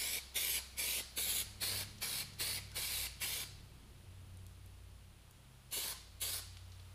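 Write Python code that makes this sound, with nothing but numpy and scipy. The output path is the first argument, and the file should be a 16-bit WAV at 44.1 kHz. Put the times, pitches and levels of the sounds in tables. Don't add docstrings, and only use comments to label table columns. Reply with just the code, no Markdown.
import sys
import numpy as np
from scipy import signal
from scipy.fft import rfft, irfft, next_fast_len
from scipy.io import wavfile
from scipy.ndimage import map_coordinates

SR = 44100
rng = np.random.default_rng(int(sys.argv[2]) if len(sys.argv) > 2 else 0)


def put_to_file(sound):
    columns = np.atleast_2d(sound).T
    safe = np.clip(columns, -1, 1)
    whole_steps = np.round(safe * 32767)
    wavfile.write(sys.argv[1], SR, whole_steps.astype(np.int16))


N = 306054
T = np.arange(N) / SR

# [t/s, rumble level/dB, hiss level/dB]
BACKGROUND_LEVELS = [(0, -71, -70), (.66, -70.5, -68), (2.1, -64, -68.5), (2.9, -68, -69),
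                     (3.9, -65, -71.5), (5.2, -70, -72.5), (6.94, -72, -70)]
# [f/Hz, relative level/dB]
RUMBLE_SPECTRUM = [(15, -6), (28, 8.5), (45, 0), (80, 4.5), (130, 0), (190, -2.5), (250, -9.5),
                   (350, -10.5), (700, -24), (2000, -69)]
HISS_SPECTRUM = [(150, -55), (300, -8.5), (450, -6.5), (700, -6), (1250, -7), (1900, -10), (2900, -7.5),
                 (4200, -10), (5800, -15), (8300, -15.5), (10000, -11), (11500, -17), (13000, -18.5),
                 (15400, -20)]

# [t/s, mean cycle rate f/Hz]
ENGINE_RATE = [(0, 13.15), (1, 12.7), (2, 12.25), (3, 11.85), (4, 11.62), (5, 11.48), (6.94, 11.38)]
# [t/s, level/dB]
FIFTH_ORDER_LEVEL = [(0, -59.5), (.7, -57.5), (1.9, -58), (2.14, -71), (2.35, -61.5), (3.05, -53.5),
                     (3.25, -59.5), (4.35, -64), (4.8, -53.5), (5.3, -67.5), (5.85, -63), (6.05, -57.5),
                     (6.94, -60)]
EIGHTH_ORDER_LEVEL = [(0, -72), (.8, -77), (1.78, -50.5), (2.1, -65.5), (2.4, -56), (3.95, -66),
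                      (4.12, -54), (4.4, -53), (5.3, -64), (5.9, -67.5), (6.25, -57), (6.94, -53)]
ELEVENTH_ORDER_LEVEL = [(0, -80), (1.5, -80), (2, -64.5), (3.5, -62), (4.85, -77), (5.5, -62.5),
                        (6.1, -74.5), (6.94, -72)]
UPPER_DB, UPPER_SWELL_DB, UPPER_AT_S, UPPER_WIDTH_S = -84, 13, 1.92, 1.1

# [f/Hz, t60/s]
ROOM_DECAY = [(200, 0.87), (800, 0.26), (2050, 0.64), (2320, 0.91), (2600, 0.74), (4500, 0.71),
              (9000, 0.44), (15000, 0.4)]
# [f/Hz, relative level/dB]
ROOM_SPECTRUM = [(200, -16.5), (1000, 7), (2050, -0.5), (2320, -9), (2600, -2), (3600, -0.5), (4600, 4),
                 (7000, 2.5), (10000, 2), (12500, -6.5), (15000, -9)]
# [t/s, level/dB]
ROOM_SEND = [(0, -3), (1.4, -3), (2.2, -4), (3.4, -2), (5.8, -1), (6.4, 0)]

# [t/s, peak level/dB, f/Hz, width of each resonator pass/Hz, t60 of the exciting noise/s]
CAN_TICKS = [(1.983, -45.5, 4700, 5000, .05), (2.334, -48, 4500, 5000, .05),
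             (2.716, -41.5, 3500, 9000, .035), (2.718, -56.5, 1490, 200, .15), (3.189, -54, 3200, 300, .09),
             (4.372, -45, 10000, 6000, .005), (4.466, -41.5, 10000, 11000, 0.0037),
             (4.662, -45, 10400, 5000, .007), (5.311, -42, 10000, 9000, .005),
             (6.570, -38.5, 3400, 4500, 0.017), (6.719, -47, 4300, 3500, .035),
             (6.797, -49, 3400, 2500, .025)]

# [t/s at the centre, level/dB, f/Hz, Gaussian half length/s]
SILL_PUFFS = [(2.781, -47.5, 550, .0052), (5.779, -51, 420, .011), (5.927, -55, 1190, 0.0048)]

# [panel delay/ms at opening, at shutting, tyre delay/ms at opening, at shutting, strength 0-1]
HAND_STROKES = [ (.396, .352, .576, .488, .44), (.316, .376, .532, .652, .42), (.38, .3, .488, .38, .4),
                (.272, .272, .476, .604, .42), (.22, .22, .516, .368, .36), (.18, .228, .684, .772, .27),
                (.22, .204, .496, .388, .38), (.22, .24, .692, .82, .22), (.368, .3, .644, .576, .24),
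                (.3, .184, .692, .656, .26), (.284, .188, .68, .532, .36), ]

# [opening t/s, shutting t/s, jet level/dB, sag over the burst/dB,
# fizz level/dB re jet, hollow resonance level/dB re jet, rush of air level/dB, opening surge/dB]
NOZZLE_BURSTS = [ (0.0, 0.192, -43, 1, 1, -10, -55.5, 0), (0.356, 0.594, -43, -0.5, 3.5, -5, -55, 4),
                 (.781, 1.014, -43, -0.5, 1.8, -9.5, -54.5, 1.5),
                 (1.171, 1.427, -44.5, -2, 4.5, -5, -56.5, 5), (1.616, 1.837, -43.5, 3, 1, -4, -55.5, 3.5),
                 (2.019, 2.232, -44.5, -1, 1.5, -4.5, -56, 3.5), (2.398, 2.592, -45, 2, 2, -1.5, -57, 3.5),
                 (2.757, 3.071, -45, -1, 3, -3, -57.5, 4), (3.213, 3.442, -45, 2.5, 2, -5.5, -56.5, 3),
                 (5.724, 5.933, -46, 3, 4, -6, -55, -0.5), (6.215, 6.402, -47, 3, 4, -8.5, -57, 3.5), ]
# [f/Hz, relative level/dB]
JET_SPECTRUM = [(1500, -24), (2300, -1.5), (2650, -8), (3000, -3), (3700, 0.5), (4400, 0.6), (5100, -3),
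                (6000, -8.5), (7000, -16.5), (9000, -12), (14000, -50)]
FIZZ_SPECTRUM = [(4500, -30), (6500, -3), (7300, -4), (7900, -1.5), (8500, -4), (9400, -2.5), (10200, 2),
                 (11300, 2.5), (12100, 0.5), (13000, -4.5), (13800, -4), (14600, -0.5), (15500, -11)]
HOLLOW_SPECTRUM = [(1100, -29.5), (1600, -17), (1900, -5.5), (2150, -2), (2330, 4), (2520, -4),
                   (3000, -6.5), (4500, -59)]
AIR_SPECTRUM = [(60, -28), (150, -6.5), (300, -4), (450, 3.5), (650, 2.5), (880, 3), (1250, 1), (1700, 3.5),
                (2500, -15), (5000, -32)]

SURGE_AT_S, SURGE_WIDTH_S, THROTTLE_S, THROTTLE_DB = 0.012, 0.016, 0.013, 4
FIZZ_SURGE, HOLLOW_SURGE, AIR_SURGE = 0.54, 2, 1.8
HOLLOW_SPLUTTER_DB, AIR_SPLUTTER_DB = 4.5, 3

TOP_HZ = 15350


def amp(db):
    return np.exp(np.asarray(db) * (np.log(10) / 20))


def unit(x):
    return x / np.sqrt(np.mean(x ** 2) + 1e-20)


def along(points, hz):
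    f, v = np.transpose(points)
    return np.interp(np.log(hz + 1), np.log(f + 1), v)


def curves(rows):
    s, *cols = np.transpose(rows)
    return [np.interp(T, s, c) for c in cols]


def wobble(rate):
    knots = rng.standard_normal(int(N * rate / SR) + 4)
    steps = np.arange(0, len(knots) - 1, 1 / 16)
    smooth = map_coordinates(knots, [steps])
    return np.interp(T * rate, steps, smooth)


def noise():
    return rng.standard_normal(N)


def filtered(x, response):
    m = next_fast_len(N + SR // 2)
    hz = np.fft.rfftfreq(m, 1 / SR)
    return irfft(rfft(x, m) * response(hz), m)[:N]


def coloured(x, spectrum):
    return unit(filtered(x, lambda hz: amp(along(spectrum, hz))))


def resonance(x, hz, width_hz):
    centre_hz = min(hz, SR / 2.2)
    quality = hz / min(width_hz, SR / 4)
    b, a = signal.iirpeak(centre_hz, quality, SR)
    once = signal.lfilter(b, a, x)
    return signal.lfilter(b, a, once)


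def delayed(fine, ms):
    return np.interp(2 * SR * (T - ms / 10 ** 3), np.arange(len(fine)), fine)


def background_hiss():
    level_db = curves(BACKGROUND_LEVELS)[1] + 5.5
    return amp(level_db) * coloured(noise(), HISS_SPECTRUM)


def engine_order(k, turns):
    phase = 2 * np.pi * (k * turns + rng.random()) + .2 * wobble(8)
    return np.sqrt(2) * np.sin(phase)


def engine():
    rate_hz = curves(ENGINE_RATE)[0] * (1 + .004 * wobble(7))
    turns = np.cumsum(rate_hz) / SR
    strong = np.zeros(N)
    levels = {5: FIFTH_ORDER_LEVEL, 8: EIGHTH_ORDER_LEVEL, 11: ELEVENTH_ORDER_LEVEL}
    for k, rows in levels.items():
        level_db = curves(rows)[0] - 1 + 1.2 * wobble(9)
        strong += amp(level_db) * engine_order(k, turns)
    upper = sum(amp(2.5 * wobble(4)) * engine_order(k, turns) for k in (15, 17))
    upper_db = UPPER_DB + UPPER_SWELL_DB * np.exp(-((T - UPPER_AT_S) / UPPER_WIDTH_S) ** 2)
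    rumble_db = curves(BACKGROUND_LEVELS)[0] + 5.0
    rumble = amp(rumble_db) * coloured(noise(), RUMBLE_SPECTRUM)
    return strong + amp(upper_db) * upper + rumble


def room_tail(build):
    hz, t, z = signal.stft(rng.standard_normal(SR), SR, nperseg=512)
    decay = 1000 ** (-t / along(ROOM_DECAY, hz)[:, None])
    colour = amp(along(ROOM_SPECTRUM, hz))[:, None]
    tail = signal.istft(z * decay * colour, SR, nperseg=512)[1]
    tail *= 1 - np.exp(-np.arange(len(tail)) / SR / build)
    return tail / np.linalg.norm(tail)


def garage(x, tail_db, build):
    out = np.zeros(N + 2 * SR)
    cuts = [0] + [int(burst[0] * SR) - SR // 20 for burst in NOZZLE_BURSTS[1:]] + [N]
    for start, stop in zip(cuts, cuts[1:]):
        wet = signal.fftconvolve(x[start:stop], room_tail(build))
        out[start:start + len(wet)] += wet
    return amp(tail_db) * out[:N]


def ticks():
    out, t = np.zeros(N + SR), np.arange(SR // 8) / SR
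    for s, db, hz, width_hz, t60 in CAN_TICKS:
        excitation = rng.standard_normal(len(t)) * 1000 ** (-t / t60)
        tick = resonance(excitation, hz, width_hz)
        out[round(s * SR):][:len(t)] += amp(db) * tick / np.abs(tick).max()
    return out[:N]


def sweep():
    points = []
    for burst, stroke in zip(NOZZLE_BURSTS, HAND_STROKES):
        start, stop = burst[:2]
        panel_from, panel_to, tyre_from, tyre_to, strength = stroke
        points.append((start, panel_from, tyre_from, strength))
        points.append((stop, panel_to, tyre_to, strength))
    return curves(points)


def bounces(x, level_db, count=7):
    high_pass = signal.butter(2, 2500, "high", fs=SR, output="sos")
    treble = signal.sosfilt(high_pass, x)
    fine = signal.resample_poly(treble, 2, 1)
    sweep_ms = 2.5 * sweep()[0]
    lags_ms = np.linspace(.8, 2, count) * rng.uniform(.92, 1.08, count)
    scattered = np.zeros(N)
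    for lag in lags_ms:
        path_ms = lag + rng.uniform(-.4, 1) * sweep_ms + .07 * wobble(13)
        scattered += rng.choice([-1, 1]) * delayed(fine, path_ms)
    return amp(level_db) * scattered / np.sqrt(count)


def panel(x):
    panel_ms, tyre_ms, strength = sweep()
    fine = signal.resample_poly(x, 2, 1)
    echoes = 1.3 * delayed(fine, panel_ms)
    echoes += .75 * delayed(fine, tyre_ms)
    echoes += .65 * delayed(fine, panel_ms + tyre_ms)
    return x + strength * echoes


def puffs():
    out, t = np.zeros(N), np.arange(-SR // 20, SR // 20) / SR
    for s, db, hz, half in SILL_PUFFS:
        narrow = unit(resonance(rng.standard_normal(len(t)), hz, 0.55 * hz))
        swell = np.exp(-(t / half) ** 2 / 2) * narrow
        out[round((s + t[0]) * SR):][:len(t)] += amp(db) * swell
    return out


def droplets(rate, spread_db):
    occurs = rng.random(N) < rate / SR
    polarity = np.sign(noise())
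    size = amp(spread_db * np.clip(noise(), -2, 1))
    return unit(occurs * polarity * size)


def smooth_step(t, s, width):
    return .5 + .5 * np.tanh((t - s) / width)


def valve(rise, fall, lead, leak_db):
    flow = np.zeros(N)
    for i, (start, stop, *_) in enumerate(NOZZLE_BURSTS):
        span = slice(max(0, int(start * SR) - SR // 10), int(stop * SR) + SR // 10)
        t = T[span]
        opened = smooth_step(t, start, rise)
        leak = amp(leak_db) * smooth_step(t, start - lead, rise / 2) * (1 - opened)
        opening = 1 if i == 0 else opened + leak
        flow[span] += opening * (1 - smooth_step(t, stop, fall))
    return flow


def presses():
    rows = np.array(NOZZLE_BURSTS)
    midgaps = (rows[1:, 0] + rows[:-1, 1]) / 2
    nearest = np.searchsorted(midgaps, T)
    start, stop, *cols = rows[nearest].T
    progress = np.clip((T - start) / (stop - start), 0, 1)
    return T - start, stop - T, progress, *cols


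def pressure():
    since, until, progress, db, sag_db, fizz_db, hollow_db, air_db, surge_db = presses()
    held = db - sag_db * (progress - .5)
    surge = surge_db * np.exp(-((since - SURGE_AT_S) / SURGE_WIDTH_S) ** 2)
    shutting = np.exp(-np.maximum(until, 0) / THROTTLE_S)
    return (held + surge - THROTTLE_DB * shutting,
            held + fizz_db + FIZZ_SURGE * surge - THROTTLE_DB * shutting,
            held + hollow_db + HOLLOW_SURGE * surge + HOLLOW_SPLUTTER_DB * shutting,
            air_db + AIR_SURGE * surge + AIR_SPLUTTER_DB * shutting)


def spray():
    jet_db, fizz_db, hollow_db, air_db = pressure()
    spits = droplets(rate=600, spread_db=3.5)
    sputter = 0.55 * wobble(45) + 0.9 * wobble(330)
    jet = amp(jet_db + sputter) * coloured(noise() + .3 * spits, JET_SPECTRUM)
    fizz = amp(fizz_db + sputter) * coloured(noise() + .3 * spits, FIZZ_SPECTRUM)
    hollow = amp(hollow_db + sputter) * coloured(noise() + .4 * spits, HOLLOW_SPECTRUM)
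    air = amp(air_db + 2.0 * wobble(60)) * coloured(noise() + .3 * spits, AIR_SPECTRUM)
    main_flow = valve(rise=0.007, fall=0.0035, lead=0.016, leak_db=-17)
    fizz_flow = valve(rise=0.0027, fall=0.015, lead=0.012, leak_db=-11.5)
    return (jet + hollow + air) * main_flow + fizz * fizz_flow


def scene():
    hiss, clicks = spray() + puffs(), ticks()
    early = bounces(hiss, level_db=-6)
    near = amp(-2.5) * (panel(hiss) + early) + amp(-3.0) * clicks
    openness = amp(curves(ROOM_SEND)[0])
    room = garage(openness * (hiss + clicks), tail_db=-8.5, build=0.0011)
    mono = near + room + engine() + background_hiss()
    return np.array([mono, mono])


def record(dry):
    return np.array([filtered(x, lambda hz: hz < TOP_HZ) for x in dry])


dry = scene()
out = record(dry)
put_to_file(out)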